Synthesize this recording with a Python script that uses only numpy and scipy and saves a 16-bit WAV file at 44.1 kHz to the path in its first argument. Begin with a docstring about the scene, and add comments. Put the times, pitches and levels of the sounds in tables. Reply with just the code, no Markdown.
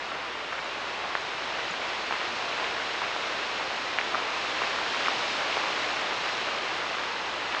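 """From the start, a breeze hisses in the trees and a small handheld camera hums and whines faintly.
Right away someone walks along a dirt trail, two steps a second: each heel thuds softly on the earth
as the sole crunches dry leaves. Twigs snap underfoot, loudest near 1, 2 and 4 seconds.
The breeze swells until about 5 seconds, then eases as the walk goes on."""
import sys
import numpy as np
from scipy.fft import rfft, irfft, next_fast_len
from scipy.io import wavfile
from scipy.ndimage import map_coordinates

SR = 44100
rng = np.random.default_rng(int(sys.argv[2]) if len(sys.argv) > 2 else 0)


def unload_audio(sound):
    """Save the sound as a 16-bit wav file, at the path given as the first command line argument."""
    columns = np.transpose(np.atleast_2d(sound))
    # keep every value between -1 and 1, then stretch to whole-number steps
    steps = np.round(np.clip(columns, -1, 1) * 32767)
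    wavfile.write(sys.argv[1], SR, steps.astype(np.int16))


N = 335160  # 7.6 seconds

# tone of the faint, steady background hiss: frequency_hz, relative_db
HISS_TONE = [(25, -11.5), (60, 3), (290, 0), (700, -16.5), (1200, -14), (1700, 1.5), (5200, 2),
             (6200, -4.5), (8200, -10), (9700, -29.5)]
# the camera's hum and whine: pitch_hz, level_db
CAMERA_TONES = [(59.9, -64.5), (119.8, -69.5), (8152, -75.5)]
# the hand bumping the camera: start_s, level_db, pitch_hz
HAND_BUMPS = [(1.705, -41, 175), (2.195, -44, 208)]
# thin, high ticks: time_s, level_db, pitch_hz
HIGH_TICKS = [(0.6465, -43.5, 7000), (1.7115, -36, 6880), (5.085, -32, 5350)]
# strength of the breeze: time_s, level_db
BREEZE_STRENGTH = [(0.0, -43.5), (0.55, -43), (1.6, -39.5), (2.3, -38), (3.24, -38), (3.87, -38.5),
                   (4.36, -37), (5.19, -34.5), (6.39, -37), (7.17, -39.5), (7.6, -38.5)]
# tone of the rushing treetops: frequency_hz, relative_db
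TREETOP_TONE = [(20, -40.5), (45, -27), (90, -16.5), (200, -12), (330, -4.5), (650, -0.5), (1100, 0.5),
                (1800, -3), (2700, -5), (3800, -15), (5500, -26), (9000, -54.5)]
# tone of the fluttering leaves: frequency_hz, relative_db
FLUTTER_TONE = [(900, -24), (1700, -1), (2600, 2.5), (4100, 0.5), (4650, -3.5), (5400, -5.5), (5900, -10.5),
                (6700, -11.5), (7200, -18), (8000, -22.5), (8400, -27.5), (9100, -34.5), (9800, -51)]
# twigs and stiff leaves breaking: time_s, level_db, pitch_hz, ring_cycles
TWIG_SNAPS = [(0.119, -19.3, 1050, 0.27), (0.123, -22, 1310, 0.35), (0.354, -23, 900, 0.31),
              (0.53, -15, 1450, 0.27), (0.583, -21, 1900, 0.4), (0.591, -20, 1800, 0.49),
              (0.66, -25, 1190, 0.35), (1.153, -6.5, 1260, 0.23), (1.594, -15.5, 1150, 0.2),
              (1.681, -20, 2500, 0.5), (2.11, -13.5, 1050, 0.4), (2.125, -8, 1170, 0.16),
              (2.587, -19, 1090, 0.38), (2.666, -19.5, 1770, 0.28), (3.019, -16, 1160, 0.43),
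              (3.164, -15, 950, 0.36), (3.611, -20, 780, 0.31), (3.82, -20, 1800, 0.3),
              (3.987, -6, 1910, 0.33), (3.9925, -15, 2150, 0.55), (4.013, -13, 2100, 0.38),
              (4.147, -13, 1300, 0.6), (4.1545, -11, 1050, 0.33), (4.62, -16, 1100, 0.35),
              (4.675, -18, 1310, 0.35), (4.788, -17, 1200, 0.53), (4.947, -15, 1720, 0.35),
              (5.084, -9.3, 1130, 0.4), (5.5705, -11.5, 680, 0.28), (5.578, -13, 1050, 0.28),
              (5.64, -18, 1100, 0.25), (6.256, -24, 950, 0.35), (6.298, -19, 1640, 0.38),
              (6.487, -21, 1380, 0.35), (6.985, -19, 1290, 0.42), (7.037, -17, 1630, 0.39),
              (7.525, -17, 2400, 0.35), (7.549, -15, 1950, 0.39), (7.569, -16, 1400, 0.45)]
# the swinging foot brushing leaves: start_s, level_db, length_s, brightness_db (splinters over crunch)
FOOT_SCUFFS = [(2.2, -32.5, 0.0093, 0), (2.59, -43.5, 0.06, 4), (2.75, -38.5, 0.069, -12),
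               (5.052, -41, 0.014, 2), (5.386, -37, 0.035, -4), (5.516, -38.5, 0.026, 4),
               (6.25, -36.5, 0.037, -12), (7.535, -42, 0.035, -1)]
# footfalls: start_s, weight_db, roll_s (how long the sole takes to roll over the leaves)
FOOTFALLS = [(0.11, -1, 0.027), (0.5, -1.5, 0.073), (1.035, 0, 0.031), (1.572, -4, 0.028),
             (2.09, -2.5, 0.066), (2.56, -2.5, 0.068), (3.0, 1, 0.04), (3.585, -3.5, 0.037),
             (4.11, -0.5, 0.11), (4.595, 1, 0.055), (5.05, 0.5, 0.045), (5.55, -0.5, 0.15),
             (5.99, -3, 0.07), (6.47, 3.5, 0.019), (6.965, -9, 0.044), (7.525, -2, 0.029)]
# tone of packed earth under a heel: frequency_hz, relative_db
EARTH_TONE = [(40, -25.0), (120, -9.5), (300, -7.5), (600, 1), (1500, -14.5), (5000, -64.5)]

TREETOP_DB, TREETOP_GROWTH = -33, 0.53  # level in an average breeze; dB gained per dB of breeze
FLUTTER_DB, TAPPING_DB = 1, -8  # leaves in the trees, added to the breeze's strength
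CRUNCH_DB, THUD_DB, HEEL_S = -36.5, -48, 0.047  # each step adds its weight to both levels
SPLINTER_DB = -5  # compared with a step's crunch
FIBRE_HZ, TOP_HZ = 2800, 9900  # pitch of tearing twig fibres; the camera's upper limit


def amp(db):
    """Turn decibels into a number to multiply by."""
    return 10 ** (np.asarray(db) / 20)


def unit(x):
    """Scale a sound so its average level (rms) is 1."""
    return x / np.sqrt(np.mean(x ** 2) + 1e-20)


def wobble(per_second):
    """A smooth curve through this many random values a second."""
    values = rng.standard_normal(int(N * per_second / SR) + 4)
    return map_coordinates(values, [np.arange(N) * per_second / SR])


def filtered(x, gain_at):
    """Multiply each frequency in a sound by gain_at(hz)."""
    size = next_fast_len(N + SR // 2)
    return irfft(rfft(x, size) * gain_at(np.fft.rfftfreq(size, 1 / SR)), size)[..., :N]


def cut_bass(x, below_hz):
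    """Turn down the low notes: small, light things give off little bass."""
    return filtered(x, lambda hz: hz ** 2 / np.hypot(hz ** 2, below_hz ** 2))


def noise(tone):
    """Steady noise shaped by a tone table, at average level 1."""
    table_hz, db = np.transpose(tone)
    white = rng.standard_normal(N)
    return unit(filtered(white, lambda hz: amp(np.interp(np.log(hz + 1), np.log(table_hz + 1), db))))


def press(start_s, length_s):
    """The push of a touch: it rises to 1 in half its length, then eases off."""
    progress = np.maximum(np.arange(N) / SR - start_s, 0) / (length_s / 2)
    return progress * np.exp(1 - progress)


def cracks(times, gains, hz, cycles):
    """Tiny bursts that swell and die away; more cycles make them ring longer."""
    offsets = np.arange(-512, 512)  # samples around each burst's middle
    turns = hz[:, None] * offsets / SR
    phase = rng.uniform(0, 2 * np.pi, (len(times), 1))
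    waves = gains[:, None] * np.cos(2 * np.pi * turns + phase)
    bursts = waves / np.cosh(np.clip(turns / cycles, -20, 20))
    places = np.round(times * SR).astype(int)[:, None] + offsets
    return np.bincount(np.clip(places, 0, N).ravel(), bursts.ravel(), N + 1)[:N]


def crackle(count, pitch_hz, spread, size_db, cycles=0.32):
    """Dry leaves crack at random times: many small cracks and a few big ones."""
    times = rng.uniform(0, N / SR, count)
    sizes = amp(size_db * np.minimum(rng.exponential(1, count), 3))
    pitches = pitch_hz * np.exp(spread * rng.standard_normal(count))
    return unit(cracks(times, sizes, pitches, cycles))


def faint_stereo_hiss():
    """A faint, steady background hiss, different in left and right."""
    return amp(-63.5) * np.array([noise(HISS_TONE), noise(HISS_TONE)])


def camera():
    """The camera hums and whines steadily, and the hand holding it makes dull bumps."""
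    t = np.arange(N) / SR
    hum = sum(amp(db) * np.sqrt(2) * np.sin(2 * np.pi * (hz * t + rng.random()))
              for hz, db in CAMERA_TONES)
    bumps = sum(amp(db) * press(start, length_s=0.012) * np.sin(2 * np.pi * hz * (t - start))
                for start, db, hz in HAND_BUMPS)
    return hum + bumps


def ticks():
    """Faint, high ticks, each a few thousandths of a second long."""
    times, db, hz = np.transpose(HIGH_TICKS)
    return cracks(times, amp(db), hz, cycles=5.6)


def breeze():
    """Moving air makes the treetops rush and their leaves flutter and tap each other."""
    times, levels = np.transpose(BREEZE_STRENGTH)
    strength_db = np.interp(np.arange(N) / SR, times, levels)
    gust_db = strength_db - strength_db.mean()
    treetops = amp(TREETOP_DB + TREETOP_GROWTH * gust_db + 0.17 * wobble(7)) * noise(TREETOP_TONE)
    flutter = amp(strength_db + FLUTTER_DB + 0.32 * wobble(11)) * noise(FLUTTER_TONE)
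    taps = crackle(count=450, pitch_hz=1680, spread=0.3, size_db=3.5, cycles=0.38)
    return treetops + flutter + amp(strength_db + TAPPING_DB) * taps


def snaps():
    """A twig or stiff leaf breaks under the shoe, its fibres tear, and it springs back weakly."""
    times, db, hz, cycles = np.transpose(TWIG_SNAPS)
    breaks = cracks(times, amp(db), hz, cycles[:, None])
    fibres = cracks(times + 0.0006, amp(db - 16), np.full_like(hz, FIBRE_HZ), cycles=0.5)
    rebounds = cracks(times + 0.0014, amp(db - 13), hz, cycles[:, None])
    return cut_bass(breaks + fibres + rebounds, below_hz=400)


def footsteps():
    """The heel thuds on earth while the sole crushes leaves; a heavier step makes both louder."""
    heel = sum(amp(THUD_DB + db) * press(start, HEEL_S) for start, db, _ in FOOTFALLS)
    thuds = heel * noise(EARTH_TONE)
    sole = sum(amp(CRUNCH_DB + db) * press(start, roll_s) for start, db, roll_s in FOOTFALLS)
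    scuffs = sum(amp(db) * press(start, length_s) for start, db, length_s, _ in FOOT_SCUFFS)
    leaves = cut_bass(crackle(count=7000, pitch_hz=1130, spread=0.3, size_db=3.5), below_hz=400)
    crunch = (sole + scuffs) * leaves
    # the driest leaves splinter into smaller, brighter-sounding pieces
    bright_scuffs = sum(amp(db + brightness_db) * press(start, length_s)
                        for start, db, length_s, brightness_db in FOOT_SCUFFS)
    pieces = crackle(count=3000, pitch_hz=2390, spread=0.15, size_db=4.5, cycles=0.45)
    splinters = (amp(SPLINTER_DB) * sole + bright_scuffs) * pieces
    # trodden leaves keep shifting a little, even between steps
    settling = cut_bass(crackle(count=700, pitch_hz=1200, spread=0.3, size_db=3), below_hz=400)
    return thuds + crunch + splinters + amp(-49) * settling


def scene():
    """The trail sounds the same in left and right; only the faint background hiss differs."""
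    trail = breeze() + footsteps() + snaps() + ticks() + camera()
    return trail + faint_stereo_hiss()


def record(dry):
    """The camera keeps no sound higher than TOP_HZ."""
    return filtered(dry, lambda hz: hz < TOP_HZ)


dry = scene()
out = record(dry)
unload_audio(out)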